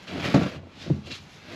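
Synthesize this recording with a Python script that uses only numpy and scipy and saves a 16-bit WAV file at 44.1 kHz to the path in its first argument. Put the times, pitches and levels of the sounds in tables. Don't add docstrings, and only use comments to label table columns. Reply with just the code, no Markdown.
import sys
import numpy as np
from scipy import signal
from scipy.io import wavfile

SR = 44100
rng = np.random.default_rng(int(sys.argv[2]) if len(sys.argv) > 2 else 0)


def dump(signal):
    limited = np.clip(np.atleast_2d(signal).T, -1, 1)
    pcm = np.round(limited * 32767).astype(np.int16)
    wavfile.write(sys.argv[1], SR, pcm)


N = 68355


def amp(db):
    return 10 ** (np.asarray(db) / 20)

def unit(x):
    return x / np.sqrt(np.mean(x ** 2) + 1e-20)

def add(mix, onset_s, sound):
    part = mix[max(round(onset_s * SR), 0):][:len(sound)]
    part += sound[:len(part)]

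def colour(x, spectrum, size=8192):
    f, db = np.transpose(spectrum)
    hz = abs(np.fft.fftfreq(size, 1 / SR))
    log_gain = np.log(amp(np.interp(np.log(hz + 1), np.log(f), db)))
    response = np.exp(np.conj(signal.hilbert(log_gain)))
    impulse = np.fft.ifft(response).real[:size // 2]
    return unit(signal.fftconvolve(x, impulse)[:len(x)])

def grains(per_s, spread_db):
    size = amp(spread_db * np.minimum(rng.exponential(1, N), 4))
    return unit(size * rng.choice([-1, 1], N) * (rng.random(N) < per_s / SR))

def decay(t60, size=24000):
    return np.exp(-np.log(1000) * np.arange(size) / SR / t60)

def burst(spectrum, t60):
    envelope = decay(t60)
    noise = rng.standard_normal(len(envelope)) * envelope
    return np.sqrt(np.mean(envelope ** 2)) * colour(noise, spectrum)

def mode_ring(modes, build_cycles, size=24000):
    t, ring = np.arange(size) / SR, np.zeros(size)
    for hz, db, t60 in modes:
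        swell = 1 - np.exp(-t * hz / build_cycles)
        ring -= amp(db) * swell * decay(t60, size) * np.sin(2 * np.pi * hz * t)
    return signal.lfilter(*signal.butter(3, 88, "high", fs=SR), ring)


# f/Hz, level/dB
AIR_SPECTRUM = [(25, -14), (60, -5), (90, 4.5), (130, 3.5), (190, 4.5), (280, -2.5), (400, -6.5),
                (560, -25.5), (780, -7), (1300, -14), (3000, -25), (6000, -34), (11000, -49), (14000, -59)]

def outdoor_air():
    return amp(-51.5) * colour(rng.standard_normal(N), AIR_SPECTRUM)


def cabin(x, t60=0.087, wet_db=-9.5, shift_hz=3.98, patterns=3):
    t, wet = np.arange(N) / SR, np.zeros(N)
    for k in range(patterns):
        tail = grains(per_s=2000, spread_db=0) * decay(t60, N)
        share = np.sqrt(2 / patterns) * np.cos(np.pi * (shift_hz * t + k / patterns))
        wet += signal.fftconvolve(x * share, tail / np.linalg.norm(tail))[:N]
    return x + amp(wet_db) * wet


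# peak t/s, level/dB, 20 dB rise/s, 20 dB fall/s, relative ring/dB, relative hiss/dB
COVER_STROKES = [(.03, -55, 0.035, 0.079, -24, -6.5), (.08, -43.5, 0.016, 0.051, -7, -23),
                 (0.824, -44, 0.094, 0.14, -13, -17), (.96, -61, .12, 0.23, -23, -8.5),
                 (1.072, -47, 0.036, 0.077, -1, -11.5), (1.116, -38.5, 0.02, 0.068, -0.5, -27),
                 (1.156, -41.5, 0.092, 0.062, -18, -11.5), (1.227, -58, 0.052, 0.095, -24, -3.5),
                 (1.335, -54.5, 0.15, 0.19, -20, -6.5), (1.535, -51, 0.13, 0.11, -10, -10.5)]
# f/Hz, level/dB
BRUSH_SPECTRUM = [(300, -47), (1000, -13), (1400, -5.5), (1900, -4.5), (2400, -2), (3800, 1), (5200, -5),
                  (7000, -15), (8500, -21), (11000, -31.5), (14000, -65)]
HISS_SPECTRUM = [(1000, -28), (4000, -1.5), (6500, 6), (8500, -10.5), (11000, -5), (14000, -10)]
# f/Hz, bandwidth/Hz, level/dB
CLOTH_RESONANCES = [(2416, 26, 6), (2727, 35, 9.5), (3030, 28, 6), (3250, 110, -1.5), (3810, 120, -3.5),
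                    (4070, 42, 1.5), (4360, 20, -5)]

def cover_swishes():
    t, out = np.arange(N) / SR, np.zeros(N)
    for peak_s, db, rise, fall, ring_db, hiss_db in COVER_STROKES:
        fibres = grains(per_s=7600, spread_db=1)
        brush = colour(fibres, BRUSH_SPECTRUM)
        hiss = colour(rng.standard_normal(N), HISS_SPECTRUM)
        rings = sum(amp(level_db) * signal.lfilter(*signal.iirpeak(hz, hz / width, fs=SR), fibres)
                    for hz, width, level_db in CLOTH_RESONANCES)
        envelope = amp(db - 20 * np.maximum((peak_s - t) / rise, (t - peak_s) / fall))
        out += envelope * (brush + amp(ring_db) * unit(rings) + amp(hiss_db) * hiss)
    return out


# t/s, relative level/dB
DRAG_FORCE = [(0, -17), (0.067, -17.5), (0.083, -8.5), (.18, -6), (.217, -5.5), (.25, 4.5), (.28, 0),
              (.335, -1.5), (.40, -4.5), (.445, -5.5), (.52, -9), (.565, -13.5), (.61, -29.5),
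              (0.722, -22.5), (.87, -16.5), (1.01, -27), (1.12, -23), (1.252, -23.5), (1.37, -19),
              (1.44, -18), (1.53, -10.5)]
# f/Hz, level/dB
RASP_SPECTRUM = [(200, -5.5), (600, 6), (900, -1.5), (1350, 2), (1800, 1.5), (2300, 3.5), (3300, -0.5),
                 (4500, -4.5), (7000, -16.5), (8500, -25.5), (11000, -25.5), (14000, -23)]

def slat_rasp():
    force_db = np.interp(np.arange(N) / SR, *np.transpose(DRAG_FORCE))
    return amp(force_db - 33.5) * colour(grains(per_s=5000, spread_db=2.5), RASP_SPECTRUM)


# t/s, relative level/dB
JUDDER_ENVELOPE = [(0, -34.5), (0.068, -26), (0.099, -6.5), (.19, -3), (.217, -13), (0.249, 5), (.29, -0.5),
                   (.335, 2), (0.461, 3), (.51, -8), (.555, -8.5), (.63, -22), (.74, -25.5), (.87, -9),
                   (1.02, -23.5), (1.10, -14), (1.17, -25.5), (1.42, -39), (1.49, -14), (1.53, -12)]
# f/Hz, level/dB
JUDDER_SPECTRUM = [(25, -26.5), (60, -16.5), (90, 8), (120, -5.5), (180, -0.5), (280, 3), (400, -3),
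                   (520, -5.5), (660, -4), (850, -21), (1500, -18.5), (4000, -91.5)]

def slat_judder(frame_ring, slips_per_s=320):
    envelope_db = np.interp(np.arange(N) / SR, *np.transpose(JUDDER_ENVELOPE))
    shake = amp(-33.5) * colour(grains(slips_per_s, spread_db=1), JUDDER_SPECTRUM)
    ring = amp(-36.5) * unit(signal.fftconvolve(grains(slips_per_s, spread_db=1), frame_ring)[:N])
    return amp(envelope_db) * (shake + ring)


# f/Hz, level/dB
PANEL_SPECTRUM = [(50, -47), (100, -29), (200, 14), (350, 5.5), (650, -10), (1000, -16), (2000, -14),
                  (6000, -9.5)]
CRACK_SPECTRUM = [(60, -34), (250, -16), (700, 7), (1300, 3), (2500, 1), (4000, -4.5), (7000, -14.5),
                  (8500, -30), (11000, -26), (14000, -60)]

def impacts(blows, ring, shakes_panels=True):
    out = np.zeros(N)
    for onset_s, db, corner_hz, crack_db in blows:
        clatter = amp(-25) * burst(PANEL_SPECTRUM, t60=0.24) if shakes_panels else 0
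        body = signal.lfilter(*signal.butter(2, corner_hz, fs=SR), ring + clatter)
        crack = amp(crack_db - 24) * burst(CRACK_SPECTRUM, t60=0.085)
        add(out, onset_s, amp(db) * (body + crack))
    return out


# t/s, level/dB, low-pass corner f/Hz, relative crack/dB
LOOSE_TAPS = [(.127, -16, 1220, -21), (.157, -13.5, 940, -9), (.179, -10.5, 1200, -15),
              (.3648, -6.5, 1110, 0), (.4105, -6.5, 1010, -5.5), (.463, -13.5, 1200, -18),
              (.632, -24, 900, -27), (.669, -24.5, 990, -20), (.709, -32, 795, -20),
              (.757, -32.5, 503, -20), (.864, -16.5, 586, -17), (1.073, -17, 400, -29),
              (1.101, -18, 396, -23), (1.513, -20, 680, -15), (1.531, -18, 587, -26)]
# f/Hz, level/dB, T60/s
LOOSE_MODES = [(278, -17, 0.037), (342, -10.5, 0.036), (495, -14.5, 0.042), (565, -17, 0.047),
               (650, -16.5, 0.039), (1020, -22, 0.023)]

def slat_taps():
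    return impacts(LOOSE_TAPS, mode_ring(LOOSE_MODES, build_cycles=0.75), shakes_panels=False)


# t/s, level/dB, low-pass corner f/Hz, relative crack/dB
SETTLING_BLOWS = [(.5595, -14, 254, -8), (.578, -44, 88.2, -15), (.612, -19.5, 104, -19),
                  (.874, -13, 250, -25), (.8998, -1, 1200, -27), (.9052, 1.5, 277, -33),
                  (.9171, -21, 202, -37), (.977, -17, 352, -23), (1.043, -17, 98, -27),
                  (1.112, -22.5, 252, -19), (1.194, -23, 154, -22)]
# f/Hz, level/dB, T60/s
COUCH_MODES = [(89.8, -16, 0.24), (138.7, -17.5, 0.15), (152, -12.5, 0.064), (207.7, -28.5, 0.31),
               (298, -15.5, 0.051), (340, -19, 0.058), (481, -16.5, 0.016), (548, -31.5, 0.031),
               (810, -33, .05), (1180, -38, 0.019)]

def base_thumps():
    return impacts(SETTLING_BLOWS, mode_ring(COUCH_MODES, build_cycles=0.61))


# t/s, level/dB, low-pass corner f/Hz, relative crack/dB
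FRAME_BLOWS = [(.1785, -20.5, 704, -17), (.199, -22, 503, 11), (.281, -13.5, 700, -6),
               (.3408, -17, 1820, 13.5), (.3431, 0, 850, 0), (.3575, -1.5, 750, -11), (.3785, -11, 810, -8),
               (.4115, -11.5, 800, -8), (.4305, -20, 910, 12.5), (.4615, -22, 910, -5)]
# f/Hz, level/dB, T60/s
FRAME_MODES = [(90.2, -32, 0.51), (145.8, -15.5, .07), (180.4, -3, .07), (220, -18, 0.21),
               (266.4, -4.5, 0.053), (397, -13, 0.044), (577, -10, 0.037), (663, -22, 0.13),
               (813, -50, 0.22), (918, -30, 0.064), (1147, -18.5, 0.075), (1329, -14.5, 0.034)]

def slatted_frame():
    ring = mode_ring(FRAME_MODES, build_cycles=0.42)
    return slat_judder(ring) + impacts(FRAME_BLOWS, ring)


def scene():
    air = outdoor_air()
    friction = cabin(cover_swishes() + slat_rasp())
    wood = slat_taps() + base_thumps() + slatted_frame()
    return (air + friction + wood)[None]

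def record(dry, notch_hz=9080, notch_width_hz=760):
    notched = signal.lfilter(*signal.iirnotch(notch_hz, notch_hz / notch_width_hz, fs=SR), dry)
    thinned = signal.lfilter(*signal.butter(2, 30, "high", fs=SR), notched)
    dulled = signal.lfilter(*signal.butter(6, 11900, fs=SR), thinned)
    band_limit = signal.firwin(511, 13900, window=("kaiser", 9), fs=SR)
    return signal.oaconvolve(dulled, band_limit[None], "same")


dry = scene()
out = record(dry)
dump(out)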